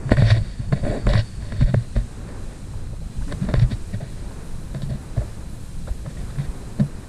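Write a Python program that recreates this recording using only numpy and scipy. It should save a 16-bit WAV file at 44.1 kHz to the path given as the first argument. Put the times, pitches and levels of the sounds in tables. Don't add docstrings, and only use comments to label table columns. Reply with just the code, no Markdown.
import sys
import numpy as np
from scipy import signal
from scipy.fft import rfft, irfft, next_fast_len
from scipy.io import wavfile
from scipy.ndimage import map_coordinates

SR = 44100
rng = np.random.default_rng(int(sys.argv[2]) if len(sys.argv) > 2 else 0)


def waveform_to_disk(signal):
    frames = np.transpose(np.atleast_2d(signal))
    scaled = np.clip(frames, -1, 1) * 32767
    samples = np.round(scaled).astype(np.int16)
    wavfile.write(sys.argv[1], SR, samples)


def nominal_scale(level):
    x = np.asarray(level, float) / 20
    return 10 ** x


N = 312228

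# (peak time [s], level [dB], frequency [Hz], fall per 6 dB [ms])
HEAVES = [(.127, -10, 51.3, 24), (.17, -25, 53, 25), (.265, -14, 48.6, 27), (.349, -24, 59, 18),
          (.417, -15, 39.8, 13), (.915, -18.5, 37, 25), (1.081, -10.5, 44.6, 40), (1.187, -14, 44.7, 12),
          (1.606, -9.5, 47.3, 7), (1.648, -3.5, 36, 11), (1.977, -8, 43, 19), (2.478, -17.5, 40, 8),
          (3.385, -34, 47, 15), (3.579, -7, 48, 6), (3.647, -2, 34, 4), (3.75, -17.5, 42.3, 10),
          (4.904, -15.5, 57, 7), (4.957, -20, 42, 2), (5.197, -14.5, 53.5, 19), (5.916, -10.5, 42, 5),
          (6.254, -18.5, 45, 1), (6.495, -16.5, 45.5, 4)]
# (peak time [s], level [dB], frequency [Hz], fall per 6 dB [ms])
FIRST_BENDS = [(.07, -24.5, 136, 22), (.124, -12, 107, 12), (.194, -10.5, 132, 20), (.227, -7, 117, 2.5),
               (.252, -10.5, 112.2, 28), (.326, -6.5, 110.2, 15.5), (.385, -19, 106.5, 22.5),
               (.605, -17.5, 113.5, 4), (.733, -10.5, 134, 8), (.9, -19, 122, 7), (1.072, -17, 118, 12),
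               (1.11, -20, 132, 9), (1.16, -11, 114, 10), (1.195, -13.5, 110, 12.5), (1.43, -29.5, 108, 24),
               (1.544, -25, 104, 21), (1.627, -7.5, 127, 5), (1.7, -20.5, 126, 30), (1.749, -11, 124, 2),
               (1.776, -10.5, 117, 11), (1.975, -19, 116, 19), (3.504, -25, 137, 6),
               (3.547, -13.5, 125, 10.5), (3.59, -15.5, 113, 16), (3.629, -9.5, 123, 13.5),
               (3.735, -17.5, 103, 6.5), (3.954, -22.5, 104.4, 22), (5.184, -12.5, 116, 6),
               (6.395, -19, 139.5, 18.5), (6.818, -13, 141.6, 17)]
# (peak time [s], level [dB], fall per 6 dB [ms])
TIGHT_BENDS = [
    (0.842, -27, 5),
    (3.427, -19, 5.5),
    (4.034, -23.5, 8),
    (4.767, -24, 16),
    (4.837, -20.5, 7.5),
    (4.875, -28, 24),
    (4.925, -21.5, 18.5),
    (6.08, -23.5, 5.5),
    (6.194, -27.5, 3),
]
# (peak time [s], level [dB], frequency [Hz], fall per 6 dB [ms])
SECOND_BENDS = [(.122, -10.5, 220, -2), (.191, -23.5, 202, 25), (.223, -24, 200, 8), (.732, -15, 190.5, 11),
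                (.839, -25, 212, 20), (.894, -23, 211, 9), (.945, -31, 209, 9), (1.072, -16.5, 199, 14.5),
                (1.145, -15.5, 184, 5), (1.179, -21, 183, 8), (1.53, -24, 210, 1), (1.616, -13, 230, 4),
                (1.697, -24, 179, 21), (1.746, -8.5, 202, 2.5), (1.973, -22, 224, 12.5),
                (.6, -25.5, 240, -2.5), (3.287, -27.5, 276, 11), (3.43, -14.5, 189, 12.5),
                (3.492, -15, 223, 2), (3.625, -19.5, 193, -2), (3.719, -20.5, 221, 3), (3.942, -17, 190, 4),
                (4.756, -27.5, 199, 26), (4.832, -25.5, 201, 13), (4.903, -23, 213, 6),
                (4.954, -24.5, 206, 11), (6.398, -23, 189, 14), (6.807, -8, 205, 10)]
# (time [s], peak level [dB], tube share [dB], sleeve share [dB], clamp share [dB])
TICKS = [(0.091, -22.5, -3, -2, -33), (0.1162, -9.5, 5, -1, -33), (0.1686, -16, -12, -2, -29),
         (0.2191, -22.5, 8, 2, -21), (.292, -26, -15, -6, -16), (0.3139, -25, -14, 5.5, -14),
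         (0.3649, -32.5, 8, 1, -8), (.594, -46, 1, 4, -20), (0.7229, -21.5, 4.5, 1.5, -28),
         (.836, -35, 0, 0, -24), (.8485, -27, -1, 0, -24), (1.067, -14.5, 1, -0.5, -22),
         (1.089, -27.5, -7, 0, 2), (1.1342, -18, -16, 0, -8), (1.1517, -16.5, -16, -2.5, -21),
         (1.175, -31, -16, 1, -12), (1.4217, -35, -5, -2, -21), (1.5197, -25.5, -4, -0.5, -15),
         (1.6084, -27, -18, 2, -11), (1.7409, -16.5, 5, -0.5, -26), (1.9613, -26, 5, 1.5, -16.5),
         (2.287, -31.5, -11, -2, -23), (3.291, -41.5, -5, 5, -10), (3.3214, -22.5, -5, 0.5, -8),
         (3.4477, -32.5, -6, -2, -13), (3.486, -27.5, -6, 0, -12), (3.51, -27.5, -2, -7, -16),
         (3.5376, -13.5, 1.2, -2, -13.5), (3.552, -31, -7, 1, -18), (3.5944, -30, -4, -2, -3),
         (3.716, -30, 0, -5, -5.5), (4.745, -30, 3, 1, -10), (4.8177, -28.5, -5, -4.5, -6.5),
         (5.1753, -33, 5, 1, -11), (5.878, -37, 0, -6, -17), (6.0611, -36, -7, 2, -12),
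         (6.3837, -28, -15, -2.5, -17), (6.796, -27, 4, -0.5, -11), (6.8012, -24.5, -2, -6, -17)]
# (start [s], end [s], level [dB], brightness [dB], swell over the stroke [dB])
RUBS = [(0.068, 0.12, -48.5, -7, 5), (0.111, 0.16, -31, -11, -18), (0.169, 0.282, -33.5, -9.5, -6),
        (0.25, 0.302, -35.5, -1, 10), (0.299, .322, -28, 1, 3), (0.334, 0.366, -34.5, -6, 3),
        (0.59, .66, -51, -8, 3), (0.753, 0.817, -41.5, -12.5, -9), (0.829, 0.883, -32, -20, 8),
        (0.866, 0.929, -29, -20.5, 2), (0.926, 0.986, -29, -21, -1.5), (1.067, 1.129, -29.5, -14.5, 3),
        (1.127, 1.183, -31, -7.5, -5), (1.171, 1.209, -35.5, 0, 3.5), (1.406, 1.51, -50, -7, 2),
        (1.495, 1.606, -50.5, -4, 6), (1.599, 1.64, -39.5, -4.5, 2), (1.655, 1.708, -42.5, -7.5, 8),
        (1.722, 1.86, -54, -4.5, -8), (1.955, 2.03, -47, -7.5, -15), (0.428, 0.554, -56, 0.5, -4),
        (3.281, 3.305, -45, -13, 8), (4.045, 4.366, -57, -8, -10), (4.894, 4.965, -45.5, -10, -6),
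        (6.042, 6.067, -41.5, -23, 8), (6.383, 6.467, -48, -7, 0)]
# (start [s], end [s], level [dB], brightness [dB])
SCUFFS = [(0.366, 0.388, -34.5, -9.5), (0.726, 0.742, -28.5, -13), (0.983, 1.02, -42, -14),
          (2.28, 2.314, -50, -10), (2.5, 2.545, -52, -12), (4.31, 4.328, -44, -20),
          (4.716, 4.725, -52, -14), (2.92, 2.944, -56, -22), (3.309, 3.34, -37.5, -16),
          (3.413, 3.452, -51, -1.5), (3.487, 3.517, -33.5, -21), (3.546, 3.581, -38.5, -7.5),
          (3.596, 3.602, -42.5, 4), (3.62, 3.64, -41, -0.5), (3.706, 3.736, -45, -1),
          (3.931, 3.961, -44, -7), (4.005, 4.048, -42, -14.5), (4.744, 4.77, -44, -16),
          (4.805, 4.837, -50, -27), (5.17, 5.194, -36, -28), (5.206, 5.239, -41.5, -32),
          (5.874, 5.897, -40.5, -15.5), (6.094, 6.123, -54, -4), (6.166, 6.228, -49, -9),
          (6.301, 6.318, -58, 3.5), (6.358, 6.365, -45, -15), (6.785, 6.848, -42, -30)]
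# (centre [Hz], width [Hz], level [dB])
TUBE = [(257, 130, -3.5), (452, 50, -2), (583, 70, 0.5), (723, 144, -8.5), (828, 64, -11.5)]
# (centre [Hz], width [Hz], level [dB])
SLEEVE = [(1047, 55, 0), (1502, 157, 0), (1742, 134, 2), (1890, 115, 2), (2065, 135, -4.5),
          (2230, 105, -2.5), (2610, 530, -11)]
# (centre [Hz], width [Hz], level [dB])
CLAMP = [(2880, 47, -4.5), (3197, 62, -6), (3420, 160, -5), (3640, 79, 1), (3860, 79, 0.5),
         (4320, 160, -1.5), (4600, 104, -0.5), (4840, 90, -9)]
# (centre [Hz], width [Hz], level [dB])
JOINT = [(5040, 80, -8), (5530, 100, -6), (6090, 110, -8), (6120, 100, -6)]
# (centre [Hz], width [Hz], level [dB])
HOUSING = [(7330, 440, 3.5), (8010, 71, 7), (9500, 170, 5), (10600, 350, -13), (13400, 900, -20)]
# (centre [Hz], width [Hz], level [dB])
FINGER = [(1200, 990, -9), (2590, 1150, -13.5), (5300, 1200, -23)]
# (time [s], level [dB], centre [Hz])
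CREEP = [
    (.38, -61, 4550),
    (.4, -52, 4550),
    (.57, -50.5, 4500),
    (.62, -57, 4450),
    (1.2, -48.5, 4600),
    (1.45, -54.5, 4360),
    (1.62, -57, 4500),
    (1.75, -53.5, 4100),
    (2.1, -58, 4050),
]
# (time [s], peak level [dB], start frequency [Hz])
BUBBLES = [(2.735, -40.5, 780), (2.928, -38, 400), (2.966, -48, 1150), (3.012, -40.5, 444),
           (4.311, -42, 1000), (5.217, -41, 1700), (2.871, -47, 1500), (3.279, -40, 1200),
           (3.487, -33, 1050), (3.21, -42, 960), (3.221, -40, 1250), (3.218, -48, 1800), (5.873, -36, 1250),
           (5.882, -38.5, 696), (5.884, -42, 1360), (6.06, -38, 930), (6.299, -42, 1300),
           (6.357, -43, 1500)]
# (time [s], rumble level [dB])
TENSION = [(0, -35.5), (.25, -24), (.47, -32.5), (1.05, -29.5), (2.46, -33), (3.21, -30.5), (3.53, -25.5),
           (3.81, -32.5), (7.08, -32.5)]
# (time [s], rustle level [dB])
STIR = [(0, -39.5), (.3, -54), (.47, -51), (1.05, -41), (1.16, -51), (1.9, -45.5), (2.55, -43.5),
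        (3.0, -51), (3.25, -48), (3.5, -40.5), (3.75, -45.5), (4.25, -44), (4.65, -47.5), (5.05, -44),
        (5.3, -45), (5.75, -50.5), (6.23, -43.5), (7.08, -44.5)]
# (frequency [Hz], density [dB])
RUMBLE = [(8.8, -8.5), (15, 4), (38, -6), (52, -3.5), (70, -8), (102, -8), (189, -14.5), (230, -19.5),
          (300, -37), (510, -120)]
# (frequency [Hz], density [dB])
RUSTLE = [(140, -11.5), (230, 0.5), (339, -3.5), (415, -5.5), (561, -8.5), (618, -11), (1650, -18),
          (2500, -27), (3900, -63), (6600, -120)]
# (frequency [Hz], density [dB])
HISS = [(1470, -22), (2500, 3.5), (2680, 1.5), (3690, -1), (4010, -8), (4730, 1), (6000, -0.5), (8790, 4),
        (11500, -12.5), (15000, -28), (22000, -120)]
# (frequency [Hz], density [dB])
TOP_HISS = [(6180, -4), (10500, 0.5), (14200, -14), (15100, -13)]


def unit(x):
    return x / np.sqrt(np.mean(x ** 2) + 1e-20)


def curves(rows):
    time_s, *columns = np.transpose(rows)
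    return [np.interp(np.arange(N) / SR, time_s, column) for column in columns]


def wobble(rate_hz):
    knots = rng.standard_normal(int(N * rate_hz / SR) + 4)
    return map_coordinates(knots, [np.arange(N) * rate_hz / SR])


def filtered(x, response):
    size = next_fast_len(N + SR // 2)
    return irfft(rfft(x, size) * response(np.fft.rfftfreq(size, 1 / SR)), size)[:N]


def coloured(spectrum):
    knot_hz, knot_db = np.transpose(spectrum)

    def colour(hz):
        return nominal_scale(np.interp(np.log(hz + 1), np.log(knot_hz + 1), knot_db))

    return unit(filtered(rng.standard_normal(N), colour))


def resonant(x, modes):
    low_hz, high_hz = 0.65 * modes[0][0], 0.89 * modes[-1][0]

    def response(hz):
        ring = 0
        for k, (centre, width, db) in enumerate(modes):
            damping = 1j * hz * width
            ring = ring + (-1) ** k * nominal_scale(db) * damping / (centre * centre - hz * hz + damping)
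        high_pass = (1j * hz / low_hz) / (1 + 1j * hz / low_hz)
        return ring * high_pass / (1 + (1j * hz / high_hz) ** 2 + 1.3j * hz / high_hz)

    return filtered(x, response)


def swings(rows, gain_db):
    out = np.zeros(N + 2 * SR)
    t = np.arange(-SR // 2, SR // 2) / SR
    for peak_s, db, hz, fall_ms in rows:
        fall_ms = max(fall_ms, 4)
        rise_ms = 4.5 + .45 * fall_ms
        rise = (1000 * t / rise_ms) ** 2
        fall = np.abs(1000 * t / fall_ms) ** 0.97
        halvings = np.where(t < 0, rise, fall)
        carrier = np.cos(2 * np.pi * (hz * t + rng.random()))
        out[SR // 2 + round(peak_s * SR):][:SR] += nominal_scale(db + gain_db) * .5 ** halvings * carrier
    return out[SR:SR + N]


def pole():
    tight_hz = 134.4
    bends = FIRST_BENDS + [(s, db, tight_hz, fall_ms) for s, db, fall_ms in TIGHT_BENDS]
    return swings(HEAVES, gain_db=-2.5) + swings(bends, gain_db=1.97) + swings(SECOND_BENDS, gain_db=-3.0)


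def ticks():
    lead_s, mean_t60_s = 0.0052, 0.0071
    dull, middle, bright = np.zeros((3, N + SR))
    t = np.arange(SR // 10) / SR
    push = np.exp(-((t - .0012) / .00006) ** 2)
    lead = t[:round(lead_s * SR)] / lead_s - 1
    for s, db, dull_db, middle_db, bright_db in TICKS:
        t60_s = mean_t60_s * np.exp(.15 * rng.standard_normal() - 0.28 * (db + 21.5))
        onset = (1 - np.exp(-t / (0.28 * t60_s))) ** 2
        decay = nominal_scale(-60 * t / np.clip(t60_s, .002, .1))
        chatter = onset * decay * rng.standard_normal(len(t))
        chatter_db = 6.5 - .35 * (db + 25)
        chatter *= nominal_scale(chatter_db) / np.linalg.norm(chatter)
        lead_in_db = -11 - 0.9 * (db + 19) + 10 * lead
        lead_in = nominal_scale(lead_in_db) * rng.standard_normal(len(lead)) / np.sqrt(len(lead) + 1)
        snap = np.append(lead_in, push)
        burst = nominal_scale(db) * (snap + np.append(0 * lead, chatter))
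        at = slice(round(s * SR) - len(lead), round(s * SR) + len(t))
        dull[at] += nominal_scale(dull_db + 26.5) * (burst + nominal_scale(db) * snap) / 2
        middle[at] += nominal_scale(middle_db + 18.0) * burst
        bright[at] += nominal_scale(bright_db + 23.5) * burst
    dull, middle, bright = dull[:N], middle[:N], bright[:N]

    def damped(modes):
        return [(hz, 1.76 * width, db) for hz, width, db in modes]

    mount = resonant(bright, damped(CLAMP + JOINT))
    housing = nominal_scale(-21) * resonant(middle + bright, damped(HOUSING[:4]))
    contact = resonant(middle, FINGER)
    return resonant(dull, damped(TUBE)) + resonant(middle, damped(SLEEVE)) + mount + housing + contact


def rubbing():
    power = np.zeros((4, N))
    scuff_fade_db = -4.5
    for start, end, db, bright_db, swell_db in RUBS + [(*row, scuff_fade_db) for row in SCUFFS]:
        part_db = np.array([db, db - 0.5 + 0.53 * bright_db, db + bright_db, db - 8.5 - 0.33 * bright_db])
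        near = slice(round(start * SR) - SR // 20, round(end * SR) + SR // 20)
        t = np.arange(near.start, near.stop) / SR
        contact = np.clip(np.minimum((t - start) / 0.015 + .5, (end - t) / 0.028 + .5), 0, 1)
        pressure = nominal_scale(swell_db * np.clip((t - start) / (end - start) - .5, -1, 1))
        power[:, near] += (contact * pressure * nominal_scale(part_db)[:, None]) ** 2
    tube, sleeve, clamp, grip = np.sqrt(power)
    shaken = nominal_scale(-19.5) * np.sqrt(tube * sleeve)
    fast = nominal_scale(-6.0) * clamp ** 2 / (clamp + 0.5 * tube + 1e-9)
    upper = nominal_scale(0.5) * sleeve * (clamp / (tube + 1e-9)) ** 0.25
    catch = .6 * wobble(90)
    parts = [(grip, TUBE[:2]), (tube, TUBE[2:]), (nominal_scale(-3) * sleeve, SLEEVE[:3]), (upper, SLEEVE[3:]),
             (clamp, CLAMP), (fast, JOINT), (shaken, HOUSING)]
    out = np.zeros(N)
    for level, modes in parts:
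        grit = rng.standard_normal(N) * nominal_scale(3.2 * wobble(700) + catch)
        out += level * unit(resonant(grit, modes))
    return out


def creep():
    level_db, centre_hz = curves(CREEP)
    spread = unit(filtered(rng.standard_normal(N), lambda hz: 1 / (1 + (hz / 210) ** 2)))
    band = spread * np.cos(2 * np.pi * np.cumsum(centre_hz) / SR)
    carried = unit(resonant(rng.standard_normal(N), SLEEVE + CLAMP))
    return nominal_scale(level_db) * (nominal_scale(-1.5) * band + nominal_scale(-5.0) * carried)


def bubbles():
    life_cycles, rise_per_cycle = 4, .015
    out = np.zeros(N + SR)
    t = np.arange(SR // 10) / SR
    wander_rad = 1.5 * wobble(700)
    for s, db, hz in BUBBLES:
        first = round(s * SR)
        age = t * hz / life_cycles
        envelope = np.e * age * np.exp(-age ** 1.4)
        phase = 2 * np.pi * hz * t * (1 + rise_per_cycle * hz * t / 2) + wander_rad[first:][:len(t)]
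        out[first:][:len(t)] += nominal_scale(db) * envelope * np.sin(phase)
    return out[:N]


def background():
    (rumble_db,), (rustle_db,) = curves(TENSION), curves(STIR)
    hiss_db = -54 + 0.083 * (rumble_db - rumble_db.mean())
    top_return_s = 1.92
    top_db = -56 - 23.5 * np.exp(-np.arange(N) / SR / top_return_s)
    tremor_db = 1.2 * wobble(7)
    rumble = nominal_scale(rumble_db + 1.5 + tremor_db + 1.85 * wobble(18)) * coloured(RUMBLE)
    rustle = nominal_scale(rustle_db + 1 + tremor_db + 0.78 * wobble(25) + 1.1 * wobble(2.973)) * coloured(RUSTLE)
    hiss = nominal_scale(hiss_db + 0.95 * wobble(5.7)) * coloured(HISS)
    top_hiss = nominal_scale(top_db + 1.6 * wobble(17)) * coloured(TOP_HISS)
    return rumble + rustle + hiss + top_hiss


def scene():
    return (pole() + ticks() + rubbing() + creep() + bubbles() + background())[None]


def band_limit(x):
    return signal.sosfilt(signal.butter(12, 15260, fs=SR, output="sos"), x)


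def record(dry):
    ceiling, top_hz = .9, 15262
    squeezed = dry[0] / (1 + np.abs(dry[0] / ceiling) ** 8) ** (1 / 8)
    mix = filtered(squeezed, lambda hz: hz < top_hz)[None]
    return band_limit(mix)


dry = scene()
out = record(dry)
waveform_to_disk(out)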